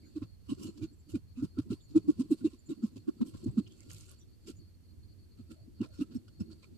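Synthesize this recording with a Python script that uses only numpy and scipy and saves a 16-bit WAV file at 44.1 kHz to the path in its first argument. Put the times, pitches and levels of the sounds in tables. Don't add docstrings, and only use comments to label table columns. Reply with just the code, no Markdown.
import sys
import numpy as np
from scipy import signal
from scipy.fft import rfft, irfft, next_fast_len
from scipy.io import wavfile
from scipy.ndimage import uniform_filter1d

SR = 44100
rng = np.random.default_rng(int(sys.argv[2]) if len(sys.argv) > 2 else 0)


def int16_out(signal):
    q = np.round(np.clip(np.atleast_2d(signal).T, -1, 1) * 32767)
    wavfile.write(sys.argv[1], SR, q.astype(np.int16))


def linear_from_db(decibels):
    return 10 ** (np.asarray(decibels, float) / 20)


N = 298557
TIME = np.arange(N) / SR


def level(x, db):
    return x * linear_from_db(db) / np.sqrt(np.mean(np.abs(x) ** 2))


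def ports(left_db, right_db):
    return linear_from_db(np.array([[left_db], [right_db]]))


def noise():
    return rng.standard_normal((2, N))


def ring(x, modes, shift=1):
    size = next_fast_len(x.shape[-1], real=True)
    hz = (np.arange(size // 2 + 1) * SR / size + 1e-9) / shift
    power = 0
    for mode_hz, width_hz, db in modes:
        detune = (hz / mode_hz - mode_hz / hz) * mode_hz / width_hz
        power = power + (linear_from_db(db) / (1 + 1j * detune) ** 2) ** 2
    return irfft(rfft(x, size) * np.sqrt(np.abs(power)), size)[..., :x.shape[-1]]


def walk(rate_hz, channels=1):
    k = int(SR / rate_hz)
    held = np.repeat(rng.standard_normal((channels, N // k + 1)), k, axis=1)
    return uniform_filter1d(uniform_filter1d(held, k), k)[:, :N]


def swell(centre_s, ms, edge, skirt_db=-60, rise=1.78):
    cut = slice(max(int((centre_s - ms / 250) * SR), 0), min(int((centre_s + ms / 250) * SR), N))
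    u = (TIME[cut] - centre_s) * 2000 / ms
    core = .5 ** (np.abs(u) ** np.where(u < 0, rise * edge, edge))
    skirt = linear_from_db(skirt_db) * np.exp(-(u / 8.9) ** 2) * np.hanning(len(u))
    return cut, u, core + skirt


def patchy(x, modes, swing_db, shift=1):
    return level(sum(linear_from_db(db) * ring(x, [mode], shift) for mode, db in zip(modes, swing_db)), 0)


def bursts(rows, share):
    out = np.zeros((2, N))
    for (start_s, db, hz, ms), hiss in zip(rows, rng.standard_normal((len(rows), 2, SR))):
        cut, u, shape = swell(start_s + ms / 2000, ms, edge=1.75)
        buzz = ring(hiss[:, :len(u) + 2048], [(hz, share * hz, 0)])
        out[:, cut] += shape * level(buzz, db - 9.0)[:, :len(u)]
    return out


def loose(rows, scatter_rad):
    return .2 + scatter_rad * rng.standard_normal(len(rows))


LOOSE_SCATTER_RAD = .9


def drum(rows, wobble, edge, modes, rough_db):
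    out, halo = np.zeros((2, N)), np.zeros(N)
    waver, uneven = wobble * walk(90)[0], linear_from_db(.9 * walk(120)[0])
    for centre_s, db, ms, start_hz, end_hz, lead_rad in rows:
        cut, u, shape = swell(centre_s, ms, edge, rise=1.17)
        hz = ((start_hz + end_hz) / 2 + (end_hz - start_hz) * np.tanh(u)) * (1 + waver[cut])
        phase = 2 * np.pi * np.cumsum(hz) / SR + lead_rad / 2 * np.array([[1], [-1]])
        out[:, cut] += np.sqrt(2) * linear_from_db(db) * shape * uneven[cut] * np.cos(phase)
        cut, u, shape = swell(centre_s, 1.88 * ms, edge=1.7)
        halo[cut] += linear_from_db(db) * shape
    rough = noise() + 0.89 * rng.standard_normal(N)
    return out + halo * level(ring(rough, modes), rough_db)


def glide(row, glide_hz, lead_rad):
    centre_s, db, ms, tooth_hz = row[:4]
    return centre_s, db, ms, tooth_hz - glide_hz / 2, tooth_hz + glide_hz / 2, lead_rad


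# centre_s [s], level_db [dB], length_ms [ms], tooth_hz [Hz], glide_hz [Hz]
PUSHES = [(.172, -32, 19.3, 305.4, 7), (.226, -34.5, 11.5, 283.6, 3.5), (0.502, -35, 18, 235.6, -65.5),
          (0.525, -27, 11.6, 286, 26.5), (.82, -38, 10, 311.5, -4.5), (0.839, -35, 29.2, 328.2, 6.5),
          (1.153, -28.5, 22, 303.4, -40.5), (1.167, -34.5, 7, 212.6, -17),
          (1.392, -37.5, 27.8, 261.2, -0.5), (1.431, -29, 16.3, 288.3, 23.5),
          (1.447, -28.5, 8.4, 205, -29.5), (1.577, -37, 9.4, 310.5, -29), (1.593, -25.5, 13.9, 276.4, 40),
          (1.711, -28.5, 12.1, 234, -8.5), (1.723, -33, 8.4, 352, -14), (1.734, -33, 14.4, 270, 36),
          (1.968, -16, 20.4, 313.4, -12), (2.095, -18, 18.4, 300.5, 11), (2.207, -23.5, 22.8, 256.7, 34.5),
          (2.311, -32, 9.6, 341.4, -8), (2.323, -20.5, 18, 304.4, -37.5), (2.342, -41, 10, 326, -5),
          (2.457, -21, 19.2, 322, -2), (2.474, -37, 8.84, 331, -3), (2.722, -32.5, 17, 301.4, -3.5),
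          (2.845, -24.5, 19, 222.7, -15.5), (3.09, -25.5, 16, 309.4, 26.5), (3.21, -31, 9.9, 264.6, 2),
          (3.223, -22, 16.8, 235.8, 21), (3.466, -28.5, 11, 274, -7), (3.478, -33.5, 7.7, 289.6, 0),
          (3.585, -21, 18.2, 221.3, -27.5), (3.606, -35, 10, 281, -24), (5.8115, -27, 12, 248.8, 9),
          (5.82, -28.5, 9.4, 311.6, 44.5), (6.006, -34, 6.1, 256, -4.5), (6.021, -27, 16.9, 268.4, -18),
          (6.164, -32, 20.7, 243.5, -30.5), (6.414, -30.5, 16.5, 201.9, -31)]
# centre_s [s], left_lead_rad [rad]
ROCKS = [(.5, -1.9), (2.322, -.4), (.525, -1.1), (1.43, .5), (1.448, 1.3), (1.968, -.8), (2.096, -2.2),
         (2.722, -1.3), (3.09, 2.4), (3.21, 2.1), (3.223, 1.6), (3.466, -.7), (3.478, -1.1), (6.164, .9),
         (6.414, -2)]
# centre_s [s], level_db [dB], length_ms [ms], tooth_hz [Hz]
PULLS = [(0.585, -50, 17, 324), (0.606, -48.5, 18.6, 246), (.623, -45.5, 22, 299.7),
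         (.657, -39.5, 14.4, 261.3), (.691, -40, 13.2, 301.8), (0.787, -50, 31, 315.4), (1.1, -54, 24, 322),
         (1.539, -67, 28, 323), (1.676, -48.5, 25, 224), (1.917, -51.5, 15.6, 281), (2.055, -50, 30, 292.6),
         (2.256, -49, 12, 288), (2.425, -44.5, 24, 265), (2.542, -52, 16, 272.5), (2.701, -38, 15.5, 302),
         (2.786, -49.5, 16, 269), (2.812, -53, 13.7, 248), (3.17, -53, 12, 300), (3.442, -43.5, 14.3, 340),
         (5.994, -37.5, 8, 286), (2.932, -57, 22, 262), (2.973, -43, 14.2, 280), (3.287, -51, 13, 256),
         (3.352, -42, 5.7, 238), (4.468, -59, 16, 225), (4.479, -53.5, 16, 337.6), (4.49, -52, 14, 402),
         (4.515, -59, 12, 248.4), (4.61, -62.5, 25, 291.5), (3.265, -44, 13, 280), (0.924, -58, 30, 287.4),
         (4.501, -41.5, 6.5, 306), (5.402, -50, 15, 223.7), (5.515, -46.5, 21, 294.8),
         (5.683, -51.5, 7.5, 228.4), (5.847, -48, 16.5, 300), (6.118, -51, 29, 233.7),
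         (6.494, -51, 55, 320)]
# pitch_hz [Hz], width_hz [Hz], level_db [dB]
SHELL = [(154, 26, -3.5), (222.6, 51, 0.5), (309.2, 48.7, 1.5), (371.4, 48, -7.5), (544, 84, -28.5)]


def bites():
    rocks = np.array(ROCKS)
    rocked = np.abs(np.array(PUSHES)[:, :1] - rocks[:, 0]) < .005
    leads = loose(PUSHES, scatter_rad=.15) + rocked @ rocks[:, 1]
    pushes = [glide(row, row[4], lead) for row, lead in zip(PUSHES, leads)]
    pulls = [glide(row, 11.8, lead) for row, lead in zip(PULLS, loose(PULLS, LOOSE_SCATTER_RAD))]
    return (drum(pushes, wobble=0.047, edge=2.63, modes=SHELL, rough_db=-16.0)
            + drum(pulls, wobble=0.082, edge=1.8, modes=SHELL, rough_db=-3.5))


# centre_s [s], length_ms [ms], level_db [dB], steel_over_rind_db [dB]
CUTS = [(0.173, 28, -69.5, 0), (0.233, 24, -67.5, -5), (0.511, 38, -60.5, 1.5), (0.607, 36, -70, 2.5),
        (0.644, 40, -61, 6.5), (0.683, 34, -68, 2.5), (0.836, 36.5, -64, 2), (1.109, 33, -68.5, 5.5),
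        (1.157, 29, -65.5, -0.5), (1.395, 48, -72, 1.5), (1.444, 30, -64.5, 2), (1.593, 18, -59, -3),
        (1.725, 39, -61.5, 1), (1.972, 30, -60, 1), (2.099, 36, -61.5, 1.5), (2.21, 25.2, -57, 1),
        (2.325, 33, -61.5, 5), (2.461, 30, -63.5, 1.7), (2.712, 35, -65.5, 2.5), (2.85, 46, -64.5, 3),
        (2.972, 24, -69, 3.5), (3.09, 24, -65.5, -2.5), (3.221, 19, -61, -5.5), (3.281, 36, -68, 7.5),
        (3.353, 23.5, -65.5, -5), (3.478, 31, -69, -0.5), (3.589, 24, -62.5, -1), (5.521, 33, -66.5, 1),
        (5.819, 12.3, -61.5, -2.5), (5.845, 31, -64, -5), (5.999, 17, -75, 4.5), (6.021, 25.6, -61.5, -1.5),
        (6.16, 26, -68.5, 1.5), (6.415, 24, -67, 1)]
# centre_s [s], length_ms [ms], level_db [dB], steel_over_rind_db [dB]
WIPES = [(0.784, 27, -71, 2), (1.904, 33, -78.5, 3.5), (2.398, 55, -73, 2), (2.532, 49, -73, 2),
         (1.624, 27, -78, 3.5), (3.381, 28, -74.5, 7), (3.42, 38, -76, -0.5), (3.446, 7.6, -71.5, 14),
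         (3.678, 18, -77.5, -0.5), (3.755, 84, -78.5, 4), (3.83, 79, -79.5, 1.5), (3.912, 28, -62, 5.5),
         (3.991, 125, -68, 6), (4.111, 51, -67, 1.5), (4.49, 41, -60.5, 3), (5.96, 65, -71.5, 1.5),
         (6.125, 25, -73, -6), (6.286, 11, -70, -4), (6.523, 33, -70, -1.5), (5.395, 42, -78, -3),
         (6.638, 22.6, -65.5, -3)]
# time_s [s], level_db [dB]
PLACE = [(.2, 3), (.5, 5), (1.0, -7), (1.5, -2), (2.1, 5.5), (2.5, 6), (2.9, 6), (3.15, 2.5), (3.6, 2.5),
         (5.6, -33), (5.83, -8.5), (6.02, -12), (6.6, -6)]
# pitch_hz [Hz], width_hz [Hz], level_db [dB]
RIND = [(1072, 136, -2), (1376, 112, 1), (515, 110, 2), (1676, 410, -19), (940, 79, -24.5)]
# pitch_hz [Hz], width_hz [Hz], level_db [dB]
FLESH = [(2700, 420, 4.5), (3140, 330, -4.5), (4150, 2100, 4.5), (4560, 930, -2.5), (2290, 200, -5.5)]
# pitch_hz [Hz], width_hz [Hz], level_db [dB]
STEEL = [(5440, 1100, 0.5), (6600, 560, -3.5), (7625, 880, 6), (9000, 1100, -3), (11600, 6000, -8.5)]


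def scrape():
    out = np.zeros((2, N))
    fibres = rng.standard_normal((3, 2, N)) * linear_from_db(.55 * rng.exponential(size=N) + 2.6 * walk(400))
    fibres[0] += 0.32 * fibres[0].mean(axis=0)
    flicker_db = (3.5 * walk(70, channels=15) + 2 * walk(25, channels=15)).reshape(3, 5, N)
    rows = [(*row, 0) for row in CUTS] + [(*row, -3) for row in WIPES]
    for (centre_s, ms, db, tilt_db, dull_db), chance in zip(rows, rng.standard_normal((len(rows), 3))):
        rind_db, flesh_db, steel_db = db - tilt_db + dull_db, db + 0.7, db + tilt_db - 1.74
        place_db = np.interp(centre_s, *np.transpose(PLACE))
        low, body, third = RIND[:3]
        rind = [(low[0], low[1], place_db), body, (third[0], third[1], third[2] + 0.19 * place_db)] + RIND[3:]
        top_hz, top_width_hz, top_db = STEEL[-1]
        steel = STEEL[:-1] + [(top_hz, top_width_hz, top_db + .5 * (steel_db - flesh_db))]
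        cut, u, shape = swell(centre_s, ms, edge=2.14, skirt_db=-18.5)
        for k, (modes, part_db) in enumerate(((rind, rind_db), (FLESH, flesh_db), (steel, steel_db))):
            sound = patchy(fibres[k][:, cut], modes, flicker_db[k][:, cut], shift=1 + 0.043 * chance[k])
            out[:, cut] += linear_from_db(part_db) * shape * sound
    return out * ports(-1.5, 1.5)


# start_s [s], peak_db [dB], pitch_hz [Hz], length_ms [ms]
RINGS = [(.495, -54, 1037, 35), (1.385, -58.5, 1400, 60), (1.575, -50, 1360, 27), (1.705, -56, 1380, 26),
         (1.955, -52.5, 1310, 28), (2.41, -60, 1430, 15), (2.695, -59.5, 1384, 38), (2.825, -54, 1370, 18),
         (3.575, -54, 1280, 28), (3.895, -56, 2950, 9.3), (6.005, -46.5, 1320, 18.6),
         (.49, -48.5, 2930, 37), (.5, -51, 3960, 26), (.618, -51.5, 2930, 64), (.82, -58, 2400, 28),
         (1.095, -58, 3000, 22), (1.15, -50.5, 2410, 14), (1.36, -60.5, 2630, 44), (2.315, -51, 4020, 27),
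         (2.32, -53, 2700, 17.4), (2.445, -51, 3880, 24), (2.455, -50.5, 2700, 27),
         (2.695, -54.5, 3820, 30), (2.71, -59, 2780, 26), (3.265, -61, 3200, 30), (5.806, -52.5, 2780, 22),
         (5.835, -51, 2470, 15), (5.935, -64, 1390, 40), (6.01, -48, 2700, 21), (6.157, -54, 5400, 16),
         (6.278, -61, 2930, 13), (6.278, -66, 1430, 13), (6.402, -60.5, 2700, 25), (6.402, -51, 5270, 18.5),
         (6.512, -52, 4430, 22), (6.632, -54, 2380, 17)]


def tooth_rings():
    return bursts(RINGS, share=0.097)


# centre_s [s], level_db [dB]
JOLTS = [(0.235, -43), (0.534, -45), (0.657, -51), (0.832, -37), (1.151, -41), (1.256, -54.5), (1.439, -40),
         (1.598, -42), (1.724, -39), (1.919, -52.5), (1.979, -46.5), (2.074, -54.5), (2.198, -47),
         (2.443, -53), (2.982, -53.5), (3.093, -56), (3.234, -55.5), (3.351, -46.5), (3.481, -32.5),
         (3.503, -41.5), (3.596, -50.5), (3.67, -53.5), (3.898, -52.5), (3.953, -52), (4.018, -53.5),
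         (4.583, -52.5), (5, -57), (5.408, -51.5), (5.63, -55), (5.819, -42), (5.931, -54), (6.165, -43.5),
         (6.296, -56), (6.413, -43)]


def table_jolts():
    table_hz = 105.18
    leads = loose(JOLTS, 1.4 * LOOSE_SCATTER_RAD)
    rows = [(s, db, 32 - 0.93 * (db + 44.5), table_hz, table_hz, lead) for (s, db), lead in zip(JOLTS, leads)]
    return drum(rows, wobble=0.046, edge=2.3, modes=[(table_hz, 60, 0), (170, 60, -6)], rough_db=-6.5)


# start_s [s], peak_db [dB], centre_hz [Hz]
SNAPS = [(0.227, -47, 2600), (.819, -56, 2980), (3.676, -47, 5140), (3.7227, -46, 6500),
         (3.8057, -38.5, 6700), (3.9018, -40, 6650), (3.9063, -41, 1980), (3.915, -33, 6500),
         (3.9327, -36, 9130), (3.9468, -37, 7200), (3.966, -52, 6500), (3.983, -43, 6000),
         (4.0092, -38, 6500), (4.095, -41, 7900), (4.105, -50, 9000), (4.115, -39.5, 9270),
         (4.13, -53, 9560), (4.4682, -61, 4800), (4.477, -56.5, 7000), (4.5022, -37, 8300),
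         (5.871, -55, 8000), (5.889, -52, 7500), (6.518, -49, 4500)]


def snaps():
    out, t = np.zeros((2, N)), np.arange(300) / SR
    rise = t * 1000 / .5
    shape = rise * np.exp(1 - rise)
    partials = ((.6, .76), (1, 1), (.6, 1.24), (.3, 1.5))
    for (start_s, db, hz), turns in zip(SNAPS, rng.uniform(0, 2 * np.pi, (len(SNAPS), 4, 2, 1))):
        i = int(start_s * SR)
        cluster = sum(g * np.sin(2 * np.pi * ratio * hz * t + turn) for (g, ratio), turn in zip(partials, turns))
        out[:, i:i + 300] += linear_from_db(db - 10.5) * shape * cluster
    return out


# start_s [s], peak_db [dB], pitch_hz [Hz], length_ms [ms]
SQUEAKS = [
    (.028, -67, 2200, 34),
    (.059, -64.5, 1490, 25),
    (1.805, -60, 3600, 17),
    (3.664, -49.5, 2910, 16),
    (3.699, -60, 3240, 41),
    (3.802, -62, 2130, 28),
    (4.209, -65, 3520, 33),
    (5.56, -59.5, 625, 80),
    (5.85, -60.5, 610, 71),
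]


def squeaks():
    return bursts(SQUEAKS, share=0.15)


# time_s [s], level_db [dB]
HANDS = [(0, 4.5), (.22, 8.5), (.53, -35), (.68, 6), (.9, 1), (1.39, -52), (1.55, -2.5), (1.94, -3.5),
         (2.13, 5.5), (2.36, 6.5), (2.53, -2), (3.04, 4.5), (3.47, 10), (3.94, 4), (4.54, -5), (5.07, -3.5),
         (6.03, 1.5), (6.77, 4.5)]


def hands_db():
    return np.interp(TIME, *np.transpose(HANDS))


def rub(busy_db):
    return linear_from_db(-66.5 + busy_db) * patchy(noise(), SHELL, 4.6 * walk(25, channels=5))


def rustle(busy_db):
    return linear_from_db(-87 + 1.07 * busy_db + 1.6 * walk(54)) * level(ring(noise(), STEEL + FLESH), 0)


# pitch_hz [Hz], width_hz [Hz], level_db [dB]
CRICKETS = [(4285, 76, -1.5), (4472, 71, -1), (4665, 89, -3.5)]
# centre_s [s], length_ms [ms]
LULLS = [(.222, 63), (.4, 88), (.765, 54), (.99, 116), (1.24, 86), (1.375, 89), (1.659, 52), (2.534, 59),
         (2.95, 45), (3.06, 61), (3.155, 36), (4.12, 38), (4.235, 88), (4.385, 60), (4.56, 49), (4.72, 41),
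         (4.8, 84), (4.88, 22), (4.98, 110), (5.07, 21), (5.161, 49), (5.285, 61), (5.36, 26), (5.46, 50),
         (5.7, 92), (5.875, 46), (6.07, 72), (6.26, 130), (6.465, 36), (6.575, 9.7), (6.72, 61)]
# start_s [s], peak_db [dB], pitch_hz [Hz], length_ms [ms]
CHIRPS = [(.05, -65, 4230, 27), (.14, -61, 4460, 31), (.27, -68, 4370, 70), (.67, -54, 4250, 37),
          (.875, -62, 4330, 30), (1.09, -63, 4300, 32), (1.29, -70, 4240, 50), (1.5, -72, 4300, 37),
          (1.87, -64, 4310, 33), (2.38, -64, 4500, 20), (2.575, -66, 4260, 20), (3.0, -66.5, 4290, 20),
          (3.42, -60, 4300, 51), (3.62, -61.5, 4300, 38), (4.28, -72, 4270, 30), (4.325, -68, 4530, 25),
          (4.59, -64, 4490, 40), (4.61, -69, 4230, 40), (4.695, -68, 4250, 27), (4.83, -69, 4500, 32),
          (4.88, -65.5, 4270, 45), (5.03, -65, 4340, 22), (5.1, -69, 4270, 34), (5.19, -73, 4320, 58),
          (5.225, -71, 4440, 35), (5.31, -66.5, 4280, 46), (5.59, -70, 4500, 35), (5.915, -57, 4350, 44),
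          (6.33, -64, 4380, 54), (6.46, -60, 4370, 25)]


def crickets():
    gate = np.ones(N)
    for centre_s, ms in LULLS:
        cut, u, shape = swell(centre_s, ms, edge=5.9)
        gate[cut] *= 1 - np.clip(0.65 * shape, 0, 1)
    chorus = sum(linear_from_db(mode[2] + 2.6 * walk(18)) * level(ring(noise(), [mode]), 0) for mode in CRICKETS)
    return gate * level(chorus, -75) + bursts(CHIRPS, share=.025) * ports(2.0, -1.9)


# start_s [s], peak_db [dB], pitch_hz [Hz], length_ms [ms]
TICKS = [(0.0494, -64.5, 6850, 48), (0.9294, -62, 7540, 19), (0.9892, -62, 7330, 24),
         (1.8093, -59.5, 7100, 47), (2.5885, -61, 7200, 19), (2.6618, -55, 7200, 19),
         (2.6968, -57, 7640, 20), (3.512, -56, 7960, 5.8), (4.1859, -58.5, 7300, 25),
         (4.1994, -60.5, 5900, 33), (4.56, -61, 6940, 30)]


def insect_ticks():
    return bursts(TICKS, share=0.051)


# time_s [s], level_db [dB]
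TRAFFIC = [(0, -1), (.53, 2.5), (0.902, 0.5), (1.5, 1), (2.359, 0.5), (3.04, -3.5), (3.469, 0.5),
           (4.54, 1.8), (4.832, -0.5), (5.068, 5.5), (5.56, -0.5), (6.029, 4), (6.22, -3), (6.77, 2.5)]


def traffic_db():
    return np.interp(TIME, *np.transpose(TRAFFIC))


def drone(rumble_db):
    hz = 82 * (1 + 0.0989 * walk(5)[0])
    phase = 2 * np.pi * np.cumsum(hz) / SR + np.array([[.5], [-.5]])
    return linear_from_db(-66.5 + 1.5 * rumble_db + 2.8 * walk(9.5, channels=2)) * np.sin(phase)


# pitch_hz [Hz], density_db [dB per Hz]
NIGHT = [(20, -23), (50, -14.5), (90, -6.5), (130, -18), (250, -24.5), (450, -36), (800, -47.5),
         (2000, -50), (6000, -52), (15000, -53.5)]


def night(rumble_db):
    hz = np.arange(N // 2 + 1) * SR / N + 1
    knot_hz, knot_db = np.transpose(NIGHT)
    colour = linear_from_db(np.interp(np.log(hz), np.log(knot_hz), knot_db))
    colour = colour * linear_from_db(-57.5) / np.sqrt(2 * np.sum(colour ** 2) / N)
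    air = rfft(noise() + 0.31 * rng.standard_normal(N)) * colour
    low = 1 / (1 + (hz / 200) ** 4)
    gust = linear_from_db(rumble_db - np.mean(rumble_db) + 1.5 * walk(6.0, channels=2) + 1.5 * walk(8.2))
    return gust * irfft(air * low, N) + irfft(air * (1 - low), N)


def scene():
    busy_db, rumble_db = hands_db(), traffic_db()
    low = bites() + rub(busy_db) + table_jolts() + night(rumble_db)
    high = tooth_rings() + snaps() + squeaks() + rustle(busy_db) + insect_ticks()
    mix = low * ports(-.95, .95) + high * ports(-2.1, 1.6)
    return mix + scrape() + crickets() + drone(rumble_db)


def band_limit(x):
    return signal.sosfilt(signal.butter(12, 14440, fs=SR, output="sos"), x)


def record(dry):
    top_cut = signal.ellip(10, .2, 40, 14500, fs=SR, output="sos")
    mix = signal.sosfiltfilt(top_cut, dry)
    return band_limit(mix)


dry = scene()
out = record(dry)
int16_out(out)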